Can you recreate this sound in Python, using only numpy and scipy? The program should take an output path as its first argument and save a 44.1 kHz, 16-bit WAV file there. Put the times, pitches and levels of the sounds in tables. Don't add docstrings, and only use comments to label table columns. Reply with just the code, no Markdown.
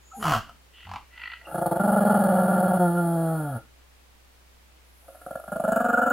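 import sys
import numpy as np
from scipy import signal
from scipy.fft import rfft, irfft
from scipy.io import wavfile
from scipy.ndimage import uniform_filter1d

SR = 44100
rng = np.random.default_rng(int(sys.argv[2]) if len(sys.argv) > 2 else 0)


def file_out(sig):
    cols = np.atleast_2d(sig).T
    lim = np.clip(cols, -1, 1)
    pcm = np.round(lim * 32767).astype(np.int16)
    wavfile.write(sys.argv[1], SR, pcm)


N = 269892
T = np.arange(N) / SR

# (time [s], effort [dB], pitch [Hz], mouth resonance [dB], open share of a throb [0-1])
GROWL_1 = [(1.469, -42, 168.4, -3, 0.88), (1.523, -39.5, 170.5, -4, 0.82), (1.546, -28.5, 170.2, -8.5, 0.5),
           (1.722, -22.5, 169, -14.5, 0.44), (1.77, -26, 173.7, -11.5, 0.47),
           (1.804, -23.5, 194.4, -7.5, 0.78), (1.86, -23, 201.9, -11.5, 0.81),
           (2.089, -21, 206.5, -9.5, 0.85), (2.301, -23.5, 193.5, -9, 0.83),
           (2.761, -26, 185.8, -8.5, 0.87)]
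GROWL_2 = [(5.081, -51.5, 196.6, -7, 0.14), (5.21, -47, 194.5, -4, 0.15), (5.28, -32.5, 195.5, -5.5, 0.14),
           (5.36, -28.5, 194.8, -6.5, 0.14), (5.43, -43, 196.6, -3.5, 0.14),
           (5.532, -27.5, 199.9, -5.5, 0.45), (5.599, -26, 203.4, -5.5, 0.27),
           (5.65, -23.5, 207.7, -5, .43), (5.751, -20.5, 220.6, -2, 0.46),
           (5.81, -23.5, 225.6, -0.5, 0.538), (6.11, -26, 246.1, 2, 0.57)]


def growl(jitter=0.045, pitch_bend=0.16, leak=0.059, air_db=-43, hiss_leak=0.32):
    # (time [s], effort [dB], pitch [Hz], mouth resonance [dB])
    moan_path = [(2.8, -26.5, 181.2, -8.5), (2.88, -27.5, 171.2, -8.5), (2.931, -32.5, 172.2, -9),
                 (2.978, -29.5, 176.4, -4.5), (3.032, -30.5, 170.5, -14.5), (3.349, -32.5, 160.5, -9.5),
                 (3.5, -40, 140.7, -5.5), (3.54, -42.5, 127.1, -1), (3.568, -39, 113.5, -7.5)]
    attack_s, release_s = 0.018, 0.0236
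    opening, throb_level, pop, chest_swell, arch = throbbing()
    effort_db, pitch, mouth_db = curves([row[:4] for row in [*GROWL_1, *moan_path, *GROWL_2]])
    moan_edge = np.minimum((T - moan_path[0][0]) / attack_s, (moan_path[-1][0] - T) / release_s)
    held = np.clip(1 + moan_edge, 0, 1)
    moan, moaning = gain_of(effort_db) * held, held > 0
    tight = T > GROWL_2[0][0]
    rough, deep_db, nose_db = voicing(effort_db, mouth_db, moaning)
    hz = pitch * (1 + pitch_bend * arch + jitter * np.sqrt(rough) * band(0, 255))
    turns = np.cumsum(hz) / SR
    folds = fold_pulses(turns, hz, rough)
    pop = 12 * pop / (1 + 2 * gain_of(deep_db) ** 2)
    puff = evened(0.5 + np.exp(-(turns % 1) / 1.05))
    flow = np.maximum(opening, hiss_leak * np.sqrt(abs(uniform_filter1d(opening, size=6000)))) + held
    leakage = leak * uniform_filter1d(throb_level, size=3000) + gain_of(air_db) * flow * ~moaning
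    effort = np.maximum(throb_level, leakage) + moan

    def drive(air_share):
        air_share = np.clip(air_share, 0, 1)
        air = np.sqrt(air_share) * puff * rng.standard_normal(N)
        return pop + effort * (np.sqrt(1 - air_share) * folds + air)

    snarl = np.interp(T, [5.59, 6.035], [0, 1])
    voice = throat(drive(rough), tight, snarl)
    voice += mouth(drive(6.1 * rough), mouth_db, tight)
    voice += snarl * whine(throb_level, arch, mouth_db)
    hiss = breath_hiss(flow, puff, tight, nose_db, teeth_db=effort_db + mouth_db - 25)
    chest = gain_of(deep_db) * (chest_swell + moan) * chest_tone(turns, pitch)
    return voice, hiss, chest


def throbbing(softness=1.7, fall_s=0.0022, sag_s=0.15, chest_lag_s=0.00088, chest_ring_s=0.004027):
    # (time [s], rate [throbs/s])
    rate_1 = [(1.468, 24.13), (1.56, 30.69), (1.68, 17.56), (1.79, 27.12), (1.9, 23.12), (2.3, 20.51),
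              (2.5, 20.8), (2.782, 18.07)]
    rate_2 = [(5.081, 15.71), (5.18, 13.92), (5.26, 22.61), (5.34, 21.46), (5.44, 25.35), (5.76, 24.58),
              (5.9, 23.0), (6.12, 22.4)]
    opening, level, pop, chest_swell, arch = np.zeros((5, N))
    t = np.arange(SR // 10) / SR
    for start, length, db in [*throbs(rate_1, GROWL_1), *throbs(rate_2, GROWL_2)]:
        rise = softness * length ** 2
        gate = np.clip(t / rise, 0, 1) * np.clip((length - t) / fall_s + 0.5, 0, 1)
        gate *= np.exp((length / 2 - t) / sag_s)
        span = length + chest_ring_s
        hump = np.sin(np.pi * np.clip((t - chest_lag_s) / span, 0, 1) ** 0.98)
        progress = np.clip(t / span, 0, 1)
        add(opening, start, gate)
        add(level, start, gate * gain_of(db))
        add(pop, start + rise, gain_of([db]))
        add(chest_swell, start, hump * np.sqrt(2) * gain_of(db))
        add(arch, start, (np.sin(np.pi * progress ** 0.62) - np.pi / 4) * (progress < 1))
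    return opening, level, pop, chest_swell, arch


def throbs(rate_path, growl_path, uneven_db=0.03, uneven_length=0.089):
    rate = curves(rate_path)[0]
    effort_db, _, _, open_share = curves(growl_path)
    growling = (T > rate_path[0][0]) & (T < rate_path[-1][0])
    cycles = np.cumsum(rate * growling) / SR
    onsets = np.searchsorted(cycles, np.arange(cycles[-1] - 0.2), side="right")
    weaker, longer = rng.standard_normal((SR // 100, 2))[:len(onsets)].T
    length = np.clip(open_share[onsets] * (1 + uneven_length * longer), 0.05, 1) / rate[onsets]
    return np.transpose([T[onsets], length, effort_db[onsets + SR // 100] - uneven_db * weaker])


def voicing(effort_db, mouth_db, moaning, full_db=-22, voiced_from_db=-34, mouth_opens_db=-8.5):
    slack_db = full_db - effort_db
    open_share = curves([*GROWL_1, *GROWL_2])[-1]
    rough = np.where(moaning, 0.019, 0.1005) * 2 ** (slack_db / 8.5)
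    throb_db = -16.5 + 20.5 * open_share - 2.9 * np.maximum(voiced_from_db - effort_db, 0)
    moan_db = 3 + 0.28 * slack_db
    nose_db = -39 - 0.58 * slack_db - 1.14 * np.maximum(mouth_db - mouth_opens_db, 0) * ~moaning
    return np.clip(rough, 0, 1), np.where(moaning, moan_db, throb_db), nose_db


def fold_pulses(turns, hz, rough, smear=0.1427, shimmer=0.26):
    harmonics = sum(np.cos(2 * np.pi * k * turns - smear * k ** 2) for k in range(2, 22))
    flutter = 1 + shimmer * np.sqrt(rough) * band(0, 470)
    return harmonics * 2 * np.sqrt(hz / SR) * flutter


def throat(source, tight, snarl, snarl_db=0.5):
    # (frequency [Hz], level [dB])
    relaxed_tone = [(190, -31.5), (250, -7), (335, -2.5), (400, -13.5), (455, -2.5), (520, 2.5), (690, 5),
                    (800, 2.5), (900, -1), (1020, -22), (1110, -10), (1250, -14), (1700, -30.5),
                    (2000, -35), (6000, -78)]
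    tight_tone = [(200, -22), (310, -9), (410, -21.5), (500, 0), (570, 3.5), (635, 7.5), (770, 2.5),
                  (860, -11.5), (1000, -20.5), (1230, -11.5), (1700, -46), (2000, -56), (6000, -77)]
    snarl_tone = [(200, -19), (300, -4), (400, -23.5), (490, 2), (560, 5.5), (630, 5), (770, 0.5),
                  (850, -2), (1250, -32), (1700, -33), (2000, -43), (6000, -73)]
    voice = colour(source * ~tight, relaxed_tone)
    voice += colour(source * tight * (1 - snarl), tight_tone)
    return voice + colour(source * snarl * gain_of(snarl_db), snarl_tone)


def mouth(source, mouth_db, tight, tight_db=-2):
    # (frequency [Hz], level [dB])
    mouth_tone = [(900, -41), (1150, -18.5), (1280, -10), (1395, 1.5), (1460, -8.5), (1550, -23),
                  (1680, -14.5), (1870, -42.5), (2030, -44.5), (2800, -41.5), (2960, -33), (3150, -50.5),
                  (3500, -55), (6000, -60.5)]
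    return colour(gain_of(mouth_db + tight_db * tight) * source, mouth_tone)


def whine(throb_level, arch, mouth_db, centre_hz=1386, lift_hz=60.19, wander_hz=54.47):
    hz = centre_hz + lift_hz * arch + wander_hz * band(0, 300)
    tone = np.sqrt(2) * np.sin(2 * np.pi * np.cumsum(hz) / SR) * (1 + 0.35 * band(0, 300))
    return gain_of(mouth_db + 0.5) * uniform_filter1d(throb_level, size=160) * tone


def chest_tone(turns, pitch, low_voice_hz=183):
    octave = gain_of(np.where(pitch < low_voice_hz, -7, -22))
    return np.sqrt(2) * (np.cos(2 * np.pi * turns) + octave * np.sin(4 * np.pi * turns))


def breath_hiss(flow, puff, tight, nose_db, teeth_db, evening=0.13):
    # (frequency [Hz], level [dB])
    nose_tone = [(3000, -30.5), (3300, -5), (3600, -18.5), (4400, -9.5), (6100, -37), (7400, -8),
                 (8400, -12.5), (9300, 6), (11000, 2), (13500, -4), (16000, -11)]
    teeth_tone = [(1000, -36.5), (2200, -14), (4900, -14), (6100, -24), (6800, 6.5), (8200, 4), (9500, -9),
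                  (12000, 2.5), (16000, -3)]
    stream = (1 - evening) * flow + evening * np.sqrt(abs(uniform_filter1d(flow ** 2, size=3500)))
    nose_air = gain_of(nose_db - 3) * stream * puff * rng.standard_normal(N)
    teeth_air = gain_of(teeth_db) * stream * puff * rng.standard_normal(N)
    clicks = lip_clicks()
    return colour(nose_air + clicks * ~tight, nose_tone) + colour((teeth_air + clicks) * tight, teeth_tone)


def lip_clicks(level_db=-7, decay_s=0.0027):
    # (time [s], level [dB])
    partings = [(1.6637, -22), (2.2396, -23.5), (2.603, -25), (5.7204, -27.5), (5.7607, -26.5),
                (6.101, -26)]
    out, t = np.zeros(N), np.arange(SR // 50) / SR
    for start, db in partings:
        add(out, start, gain_of(db + level_db) * np.exp(-t / decay_s) * rng.standard_normal(len(t)))
    return out


def snorts():
    # (start [s], length [s], rate [flaps/s], level [dB])
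    bouts = [(.2265, 0.164, 73.6, -9.5), (.493, 0.017, 73, -33)]
    # (frequency [Hz], level [dB])
    tone = [(150, -11), (400, -17), (540, -10.5), (700, 3.5), (850, -3), (1100, -1.5), (1370, 3.5),
            (1700, -12), (2400, -21.5), (3000, -10.5), (3700, -27), (4500, -20.5), (10000, -31.5),
            (15500, -31)]
    # (time [s], level [dB])
    slaps = [(0.3216, 1), (.3505, -11), (0.3843, -5.5)]
    drive = palate_flaps(bouts, level_db=-9, decay_s=0.0081, slap=7.9, rise_s=0.0011, swell_db=6,
                         fade_db=18, stream_db=-14.5, lead_s=0.036, crest=0.76)
    for start, db in slaps:
        add(drive, start, gain_of([db]))
    return colour(drive, tone)


def grunt():
    # (start [s], length [s], rate [flaps/s], level [dB])
    bouts = [(.8695, 0.13, 44.8, -20)]
    # (frequency [Hz], level [dB])
    tone = [(200, 3.5), (450, -13.5), (720, 10), (1150, 15.5), (1550, -2), (2020, -4.5), (2700, -2),
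            (3700, -11), (4500, -10.5), (12000, -34)]
    drive = palate_flaps(bouts, level_db=-7.5, decay_s=0.0062, slap=7.9, rise_s=0.0011, swell_db=18,
                         fade_db=42, stream_db=-25, lead_s=0.03, crest=0.77)
    return colour(drive, tone)


def sniffs():
    # (start [s], length [s], rate [flaps/s], level [dB])
    bouts = [(.781, .09, 44, -30), (1.176, .117, 51, -19), (1.299, .054, 57, -18), (1.412, .02, 50, -32)]
    # (frequency [Hz], level [dB])
    tone = [(400, -34), (900, 0.5), (1150, -10), (1380, 9), (1720, -3), (1970, 18), (2220, -4), (2750, 7.5),
            (3350, -5), (3700, -14), (4450, -4.5), (5500, -45), (12000, -69)]
    drive = palate_flaps(bouts, level_db=-6, decay_s=0.0033, slap=1.6, rise_s=0.0017, swell_db=9.5,
                         fade_db=8, stream_db=-25.5, lead_s=0.082, crest=0.8)
    return colour(drive, tone)


def palate_flaps(bouts, level_db, decay_s, slap, rise_s, swell_db, fade_db, stream_db, lead_s, crest):
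    drive, t = np.zeros(N), np.arange(SR // 20) / SR
    for start, length, rate, db in bouts:
        stream = swell(start - lead_s, start + length + lead_s / 2) * rng.standard_normal(N)
        drive += gain_of(db + level_db + stream_db) * stream
        count = max(round(length * rate), 1)
        for k in range(count):
            past = (k + 0.5) / count - crest
            drop_db = swell_db * (past / crest) ** 2 if past < 0 else fade_db * (past / (1 - crest)) ** 2
            gush = rng.standard_normal(len(t)) * (1 - np.exp(-t / rise_s)) * np.exp(-t / decay_s)
            gush[SR // 1000] += slap
            add(drive, start + k / rate, gain_of(db + level_db - drop_db) * gush)
    return drive


def huffs():
    # (start [s], end [s], first pitch [Hz], last pitch [Hz], level [dB])
    notes = [(0.163, 0.258, 226, 190, -39), (.235, 0.351, 174.1, 130.6, -26.5),
             (.32, 0.414, 131.9, 93.5, -32), (0.84, 0.984, 92.2, 84, -43)]
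    return glides(notes, overtone_db=-10.5, unsteady=0.079)


def whistles():
    # (start [s], length [s], centre [Hz], width [Hz], level [dB])
    rushes = [(0, 0.47, 6950, 900, -56.5), (0.135, 0.2, 10700, 3600, -48), (0.724, 0.16, 2930, 900, -52.5),
              (1.46, 0.24, 11040, 4500, -52.5), (4.799, 1.064, 11100, 5498, -61)]
    return sum(gain_of(db) * band(hz, width) * swell(start, start + length)
               for start, length, hz, width, db in rushes)


def squeaks():
    # (start [s], end [s], first pitch [Hz], last pitch [Hz], level [dB])
    notes = [(.113, .133, 1470, 1320, -45), (.126, .205, 820, 730, -42), (1.23, 1.247, 2550, 2660, -39),
             (1.447, 1.47, 2780, 2627, -48.5)]
    return glides(notes, overtone_db=-28, unsteady=0.052)


def pen(hiss):
    # (delay [s], level [dB])
    bounces = [(.0021, -8), (.0037, -11.5), (.0062, -13.5)]
    return hiss + echoes(hiss, bounces)


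def room(x, wet_db, width=0.35):
    # (delay [s], level [dB])
    walls = [(.0165, -21), (.0235, -22.5)]
    # (frequency [Hz], time to fall 60 dB [s])
    decay_times = [(200, 0.55), (600, 0.16), (3000, 0.36), (10000, 0.24)]
    taps = rng.standard_normal((2, SR // 2)) * (np.arange(SR // 2) > SR * 0.003)
    hz, t, spectrum = signal.stft(taps, SR, nperseg=256)
    decay = gain_of(-60 * t / read(decay_times, hz)[:, None])
    mid, side = signal.istft(spectrum * decay, SR, nperseg=256)[1]
    tail = np.array([mid + width * side, mid - width * side]) / np.linalg.norm(mid)
    return x + echoes(x, walls) + gain_of(wet_db) * signal.fftconvolve(x[None], tail, axes=1)[:, :N]


def room_tone(hiss_db=-61, hum_hz=62.5, hum_db=-58.5):
    # (frequency [Hz], relative level [dB])
    floor_tone = [(25, 2.5), (80, -0.5), (140, -5), (700, -6.5), (2500, -10), (6400, -17), (15500, -20.5)]
    mid, side = (evened(colour(rng.standard_normal(N), floor_tone)) for _ in range(2))
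    hum = np.sqrt(2) * np.sin(2 * np.pi * hum_hz * T) * (1 + 0.068 * band(0, 8.2))
    return gain_of(hum_db) * hum + gain_of(hiss_db) * np.array([mid + side, mid - side])


def glides(notes, overtone_db, unsteady):
    out, waver = np.zeros(N), 1 + unsteady * band(0, 232)
    for start, end, first_hz, last_hz, db in notes:
        hz = np.interp(T, [start, end], [first_hz, last_hz]) * waver
        phase = 2 * np.pi * np.cumsum(hz) / SR
        tone = np.cos(phase) + gain_of(overtone_db) * np.cos(2 * phase)
        out += gain_of(db) * swell(start, end) * np.sqrt(2) * tone
    return out


def echoes(x, reflections):
    out = np.zeros(N)
    for delay, db in reflections:
        add(out, delay, gain_of(db) * x)
    return out


def colour(x, points, size=4096):
    log_gain = np.log(gain_of(read(points, abs(np.fft.fftfreq(size, 1 / SR)))))
    minimum_phase = np.exp(np.conj(signal.hilbert(log_gain)))
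    taps = np.fft.ifft(minimum_phase).real[:size // 2]
    return signal.oaconvolve(x, taps / np.linalg.norm(taps))[:N]


def band(hz, width_hz):
    detuning = 2 * (np.fft.rfftfreq(N, 1 / SR) - hz) / width_hz
    return evened(irfft(rfft(rng.standard_normal(N)) / (1 + detuning ** 2) ** 1.5, N))


def swell(start, end):
    return np.sin(np.pi * np.clip((T - start) / (end - start), 0, 1))


def curves(rows):
    times, *columns = np.transpose(rows)
    return [np.interp(T, times, column) for column in columns]


def read(points, hz):
    table_hz, values = np.transpose(points)
    return np.interp(np.log(hz + 1), np.log(table_hz), values)


def add(mix, start_s, sound):
    part = mix[max(round(start_s * SR), 0):][:len(sound)]
    part += sound[:len(part)]


def gain_of(db):
    return 10 ** (np.asarray(db) / 20)


def evened(x):
    return x / np.sqrt(np.mean(x ** 2) + 1e-20)


def scene():
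    voice, hiss, chest = growl()
    nose = snorts() + grunt() + sniffs() + whistles() + squeaks()
    dog = room(voice, wet_db=-5.5) + room(pen(hiss), wet_db=-9, width=0.26) + room(nose, wet_db=-6)
    dog += room(chest + huffs(), wet_db=-27.5, width=0.7)
    return dog + room_tone()


def record(dry, edge_hz=15950):
    lowpass = signal.firwin(511, edge_hz, window=("kaiser", 9), fs=SR)
    return signal.oaconvolve(dry, lowpass[None], "same")


dry = scene()
out = record(dry)
file_out(out)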